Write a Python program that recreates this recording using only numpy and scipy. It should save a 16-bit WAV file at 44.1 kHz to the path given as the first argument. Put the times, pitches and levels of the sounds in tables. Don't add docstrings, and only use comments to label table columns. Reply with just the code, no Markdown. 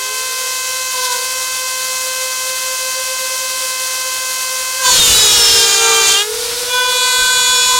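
import sys
import numpy as np
from scipy import signal
from scipy.fft import rfft, irfft, next_fast_len
from scipy.io import wavfile
from scipy.ndimage import uniform_filter1d, minimum_filter1d

SR = 44100
rng = np.random.default_rng(int(sys.argv[2]) if len(sys.argv) > 2 else 0)


def wav_record(signal):
    frames = np.transpose(np.atleast_2d(signal))
    bounded = np.clip(frames, -1, 1)
    quanta = np.round(bounded * 32767).astype(np.int16)
    wavfile.write(sys.argv[1], SR, quanta)


N = 343539
TIME = np.arange(N) / SR

# (frequency [Hz], relative level [dB])
CHIP_COLOUR = [(1000, -39), (2500, -31), (3500, 2.5), (5000, 2.5), (7100, -4.5), (9000, -2.5), (11500, -9),
               (14000, -14), (16000, -31)]
# (frequency [Hz], side against mid [dB])
WORK_STEREO = [(60, -29), (200, -12), (700, -2), (2400, -16), (4400, -15), (8100, -8), (15000, -11)]

FREE_HZ, RUN_UP_FROM_HZ = 517.25, 398
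CUT_START_S, CUT_END_S, CUT_ATTACK_S, CUT_RELEASE_S = 4.81, 6.21, .06, .035
TOUCH_START_S = 6.66


def undb(db):
    return 10 ** (np.asarray(db) / 20)


def walk(rate):
    points = rng.standard_normal(int(N / SR * rate) + 2)
    return 1.207 * np.interp(TIME * rate, np.arange(len(points)), points)


def rise(start, attack):
    return np.clip((TIME - start) / attack, 0, 1)


def held(start, end, attack, release):
    return rise(start, attack) * np.exp(-np.maximum(TIME - end, 0) / release)


def played(events, attack, release):
    return sum(undb(dbs)[:, None] * held(start, end, attack, release) for start, end, *dbs in events)


def bite(db, law):
    # (time [s], level [dB])
    bite_depth = [(4.87, -4.4), (4.98, -1), (5.1, 0.5), (5.3, -1.6), (5.57, -2), (5.66, -4.5), (6.01, -5.5),
                  (6.1, -3), (6.21, -8)]
    depth_db = np.interp(TIME, *np.transpose(bite_depth))
    return undb(db + law * depth_db) * held(CUT_START_S, CUT_END_S, CUT_ATTACK_S, CUT_RELEASE_S)


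def colour(points, hz):
    f, db = np.transpose(points)
    return undb(np.interp(np.log(hz + 1), np.log(f), db))


def noise(points, flicker_db, width=WORK_STEREO):
    size = next_fast_len(N)
    hz = np.arange(size // 2 + 1) * SR / size
    mid, side = rfft(rng.standard_normal((2, size))) * colour(points, hz)
    mid = irfft(mid, size)[:N]
    side = irfft(side * colour(width, hz), size)[:N]
    return np.array([mid + side, mid - side]) / mid.std() * undb(flicker_db * walk(40))


def speed(start_hz, loads):
    hz = np.full(N, float(start_hz))
    for start, settled_hz, lag in loads:
        after = TIME >= start
        hz[after] = settled_hz + (hz[after][0] - settled_hz) * np.exp(-(TIME[after] - start) / lag)
    return hz


def shaft(hz, wander):
    return 2 * np.pi * np.cumsum(hz * (1 + wander * walk(25))) / SR


def placed(angle, spread=0.11):
    offset = spread * rng.choice([-1, 1]) * np.array([[1], [-1]])
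    return np.cos((angle % (2 * np.pi) + offset).astype(np.float32))


def stack(angle, orders, flutter_db, scatter=0., spread=0.097):
    total = 0
    for k, db in orders:
        phase = scatter * rng.standard_normal()
        total = total - undb(db + flutter_db * walk(30)) * placed(k * angle + phase, spread)
    return total / np.sqrt(sum(undb(db) ** 2 for k, db in orders) / 2)


def free_running(angle, hz):
    # (multiple of the shaft speed, relative level [dB])
    whine_orders = [(1, -37.1), (2, -29), (3, -31), (4, -32.5), (5, -30.5), (6, -34.5), (7, -49), (8, -38),
                    (9, -36), (10, -39.5), (11, -36), (12, -36.5), (13, -33.5), (14, -37), (15, -38.5),
                    (16, -41), (19, -41.9), (22, -42.5)]
    body_db, edge_db, imbalance_db = -25.5, -25.8, -27.2
    left_db, fade_s = -14, .07
    mount_hz, mount_width_hz = 440, 52
    low = [o for o in whine_orders if 1.5 < o[0] < 7.5]
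    high = [o for o in whine_orders if o[0] > 7.5]
    body = undb(body_db) * stack(angle, low, flutter_db=.6, scatter=.8, spread=.07)
    edge = undb(edge_db) * stack(angle, high, flutter_db=1.2, scatter=.95)
    kick = body + edge * (1 + 0.083 * walk(500))
    fade = np.exp(-np.maximum(TIME - CUT_START_S, 0) / fade_s)
    mount = 1 / np.hypot(1, 2 * (hz - mount_hz) / mount_width_hz)
    imbalance = np.sqrt(2) * mount * undb(imbalance_db + 2.3 * walk(20)) * placed(angle, spread=0.04)
    return np.maximum(fade, undb(left_db)) * kick - imbalance


def second_spindle(angle):
    # (start [s], end [s], first order [dB], second order [dB], third order [dB])
    contacts = [(0, .3, -48, -70, -70), (.92, 1.133, -31.5, -24.5, -34), (2.4, 3.598, -40, -70, -70),
                (4.77, 4.91, -29, -25, -22), (4.935, 6.145, -29, -33.5, -35.5),
                (5.77, 5.899, -27, -27, -26), (6.22, 6.95, -33.5, -45, -41), (6.681, 7.8, -47, -24, -26)]
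    # (multiple, free level before make-up gain [dB], rubbing level before make-up gain [dB])
    upper_orders = [(4, -51, -34.5), (5, -49.5, -35.5), (6, -51.5, -42), (7, -56, -39), (8, -39.5, -33),
                    (9, -45, -34), (11, -41.5, -39), (12, -58, -35), (15, -61, -40), (16, -56, -45)]
    # (multiple, relative level [dB])
    bearing_tones = [(2.41, -36), (3.41, -44), (4.41, -44)]
    free_make_up_db, rub_make_up_db = 2.5, 3
    free_low_db = (-43.5, -50.5, -49.5)
    swells = played(contacts, attack=0.095, release=0.052)
    out = 0
    for k, (free_db, touching) in enumerate(zip(free_low_db, swells), 1):
        order = undb(free_db) * placed(k * angle, spread=0.038) + touching * placed(k * angle, spread=0.23)
        out = out + np.sqrt(2) * undb(2.35 * walk(25)) * order
    contact = rise(TOUCH_START_S, attack=0.24)
    blurred = angle + 0.14 * walk(90)
    for k, free_db, rub_db in upper_orders:
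        free_gain = undb(free_db + free_make_up_db + 2.3 * walk(60)) * (1 - contact)
        rub_gain = undb(rub_db + rub_make_up_db + 3.6 * walk(22)) * contact
        out += free_gain * placed(k * blurred) + rub_gain * placed(k * angle)
    return out + contact * undb(-40) * stack(blurred, bearing_tones, flutter_db=1.5)


def teeth(angle, hz, orders, rough, flutter_db):
    # (frequency [Hz], width [Hz], relative level [dB])
    bar_modes = [(835, 250, -9), (1135, 170, -2), (1600, 77, 0.5), (2410, 100, -3), (2836, 170, 1.5),
                 (3270, 280, 4.5), (3790, 200, 7), (4400, 390, -2), (4780, 180, 2.5), (5330, 200, -6),
                 (5770, 290, 2.5), (6360, 210, 2.5), (6760, 92, 7.5), (7200, 440, 3.5), (8400, 760, -5),
                 (9000, 570, -5), (11500, 1800, -25), (14900, 1500, -13)]
    grid = np.arange(0, SR / 2, 10)
    response = np.sqrt(sum(undb(db) ** 2 / (1 + (2 * (grid - f) / width) ** 2) for f, width, db in bar_modes))
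    shaken = angle + rough * walk(220)
    total, power = 0, 0
    for k in orders:
        gain = response[np.minimum(k * hz / 10, len(grid) - 1).astype(int)]
        partial = placed(k * shaken + 2 * np.pi * rng.random())
        total = total + gain * undb(flutter_db * walk(55)) * partial
        power = power + gain ** 2 / 2
    return total / np.sqrt(power)


def cutting(angle_a, hz_a, angle_b, hz_b):
    upper_a, lower_a, upper_b = np.arange(7, 39), np.arange(2, 7), np.arange(4, 24)
    screech_law = 1.33
    beat_depth = .15
    out = bite(-8, screech_law) * teeth(angle_a, hz_a, upper_a, rough=.017, flutter_db=2.1)
    out += bite(-25.5, law=-0.63) * teeth(angle_a, hz_a, lower_a, rough=0.06, flutter_db=1.8)
    out += bite(-12.5, screech_law) * teeth(angle_b, hz_b, upper_b, rough=.022, flutter_db=2.1)
    return out * (1 + beat_depth * np.cos(angle_a - angle_b))


def shrieks(angle_a, angle_b):
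    # (start [s], end [s], spindle 1 or 2, multiple, level [dB])
    locked_orders = [(4.814, 4.951, 1, 2, -16), (4.843, 5.02, 1, 9, -16.5), (4.85, 4.96, 1, 14, -14),
                     (4.95, 5.11, 1, 8, -9), (5.1, 5.344, 1, 9, -17), (5.14, 5.3, 1, 12, -13),
                     (5.2, 5.48, 2, 6, -25), (5.274, 5.446, 2, 12, -15), (5.225, 5.698, 1, 13, -9),
                     (5.45, 5.8, 1, 4, -20.5), (5.66, 5.8, 1, 13, -21), (5.737, 6.02, 1, 2, -28),
                     (5.7, 6.18, 1, 6, -24), (5.76, 6.155, 1, 3, -21), (6.06, 6.16, 1, 12, -20),
                     (6.08, 6.24, 1, 9, -25), (6.079, 6.229, 2, 7, -19), (6.13, 6.25, 1, 7, -23),
                     (6.096, 6.243, 1, 8, -18), (6.68, 7.02, 1, 10, -25), (6.66, 6.949, 2, 3, -37),
                     (7.1, 7.48, 2, 3, -23), (7.32, 7.92, 1, 11, -23), (7.66, 7.95, 2, 2, -17)]
    wall_hz, wall_event = 2890, (4.98, 5.15, -15.5)
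    wall = np.sqrt(2) * placed(2 * np.pi * wall_hz * TIME + .6 * walk(55))
    out = played([wall_event], attack=0.13, release=0.011) * wall
    for start, end, spindle, k, db in locked_orders:
        swell = np.sin(np.pi * rise(start, end - start))
        angle = angle_a if spindle == 1 else angle_b
        partial = placed(k * angle + 0.36 * walk(150))
        out += np.sqrt(2) * undb(db + 1.9 * walk(70)) * swell * partial
    return out


def rubbing(angle):
    # (multiple, relative level [dB])
    rub_orders = [(1, -34.0), (2, -28), (3, -33), (4, -49), (5, -24), (6, -26.5), (7, -18.5), (8, -22),
                  (9, -23), (10, -29.5), (11, -29.5), (12, -31), (13, -31), (14, -18.5), (15, -27),
                  (16, -29), (17, -26.5), (18, -34.4), (19, -31.5), (20, -38.0), (21, -41), (22, -44),
                  (23, -35), (24, -37), (25, -50.9), (26, -50.1), (27, -51.3), (28, -52.1)]
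    touch_multiples = (2, 3, 4, 5, 6, 7, 10, 13)
    chatter_multiples = (11, 12, 14)
    # (frequency [Hz], relative level [dB])
    scrape_colour = [(1500, -18), (2900, -15), (3600, 1), (4300, 0), (5300, -20), (8000, -24)]
    touch = undb(-18) * rise(TOUCH_START_S, attack=0.073)
    buzz = undb(-18) * rise(6.8, attack=0.23)
    chatter = undb(-18.5) * rise(6.6, attack=0.9)
    singing = [o for o in rub_orders if o[0] in touch_multiples]
    chattering = [o for o in rub_orders if o[0] in chatter_multiples]
    buzzing = [o for o in rub_orders[1:] if o not in singing + chattering]
    out = touch * stack(angle, singing, flutter_db=1.4, scatter=np.pi)
    out += buzz * stack(angle, buzzing, flutter_db=0.5, scatter=np.pi)
    out += chatter * stack(angle, chattering, flutter_db=1.6, scatter=np.pi)
    return out + touch * undb(-10) * noise(scrape_colour, flicker_db=0.5)


def dust(angle_a, angle_b):
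    # (frequency [Hz], relative level [dB])
    dust_colour = [(5000, -14), (9000, 3), (12000, 0), (14500, -3), (16000, -13)]
    graze_event = (.95, 1.05, -23)
    puffs = undb(2.4 * walk(1200)) * (1 + 0.25 * np.cos(angle_a))
    out = bite(-17.5, law=3) * puffs * noise(dust_colour, flicker_db=1.1)
    graze = played([graze_event], attack=.06, release=0.08) * (1 + .4 * np.cos(angle_b))
    return out + graze * noise(CHIP_COLOUR, flicker_db=4.0)


def air_and_chips(angle, hz):
    # (start [s], end [s], bed rumble [dB], hollow roar [dB], chip spray [dB])
    scrapes = [(6.29, 6.68, -44, -30, -25), (6.7, 7.12, -52, -37, -34), (7.14, 7.8, -42, -34.5, -37)]
    # (frequency [Hz], relative level [dB])
    air_colour = [(20, -15), (65, -14.5), (200, -20.5), (330, -15.5), (650, -10), (1400, -7), (1900, -9.5),
                  (2750, -6.5), (3500, -1.5), (5800, 0), (7600, -2), (9000, -1), (13000, -8.5),
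                  (16000, -12)]
    rumble_colour = [(20, -4), (60, -1), (130, -6), (230, -10), (600, -14), (1500, -42)]
    roar_colour = [(100, -43), (350, -5), (700, -6), (1050, -2.5), (1400, 0), (2000, -3), (3000, 1),
                   (6000, -21)]
    # (frequency [Hz], side against mid [dB])
    air_stereo = [(100, -50), (380, -26), (1300, -29), (2400, -86), (4400, -55), (8100, -8.5),
                  (15000, -0.5)]
    air_db, air_law = -22, 1.3
    spray_pulsing = 0.47
    rumble, roar, spray = played(scrapes, attack=0.051, release=0.027)
    air = undb(air_db) * (hz / FREE_HZ) ** air_law * (1 + 0.1 * np.cos(angle))
    thrown = bite(-12, law=2) * (1 + spray_pulsing * np.cos(angle))
    out = air * noise(air_colour, flicker_db=0.7, width=air_stereo)
    out += (rumble + bite(-24, law=4)) * noise(rumble_colour, flicker_db=2.0)
    out += (roar + bite(-17.5, law=1.5)) * noise(roar_colour, flicker_db=1.3)
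    return out + (spray + thrown) * noise(CHIP_COLOUR, flicker_db=0.7)


def scene():
    # (time [s], speed it settles towards [Hz], lag [s])
    loads_a = [(4.8, 450, .3), (4.905, 393, .28), (6.15, 517, .405), (6.69, 490, .1)]
    # (time [s], speed it settles towards [Hz], lag [s])
    loads_b = [(0, 516, .38), (1.04, 480, .12), (1.2, 521, .36), (2.2, 534, 1.5), (4.8, 470, .42),
               (5.2, 447, .38), (6.12, 509, .31)]
    hz_a, hz_b = speed(FREE_HZ, loads_a), speed(RUN_UP_FROM_HZ, loads_b)
    wander_a = np.where(TIME < CUT_START_S, 0.0003006, .001)
    angle_a, angle_b = shaft(hz_a, wander_a), shaft(hz_b, wander=0.00112)
    motors = free_running(angle_a, hz_a) + second_spindle(angle_b) + rubbing(angle_a)
    cut = cutting(angle_a, hz_a, angle_b, hz_b) + shrieks(angle_a, angle_b)
    return motors + cut + dust(angle_a, angle_b) + air_and_chips(angle_a, (hz_a + hz_b) / 2)


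def record(dry):
    ceiling, top_hz = .78, 15950
    gain = np.minimum(1, ceiling / (np.abs(dry).max(axis=0) + 1e-9))
    gain = uniform_filter1d(minimum_filter1d(gain, size=21), size=21)
    low_pass = signal.firwin(801, top_hz, window="blackman", fs=SR)
    return signal.fftconvolve(dry * gain, low_pass[None], mode="same")


dry = scene()
out = record(dry)
wav_record(out)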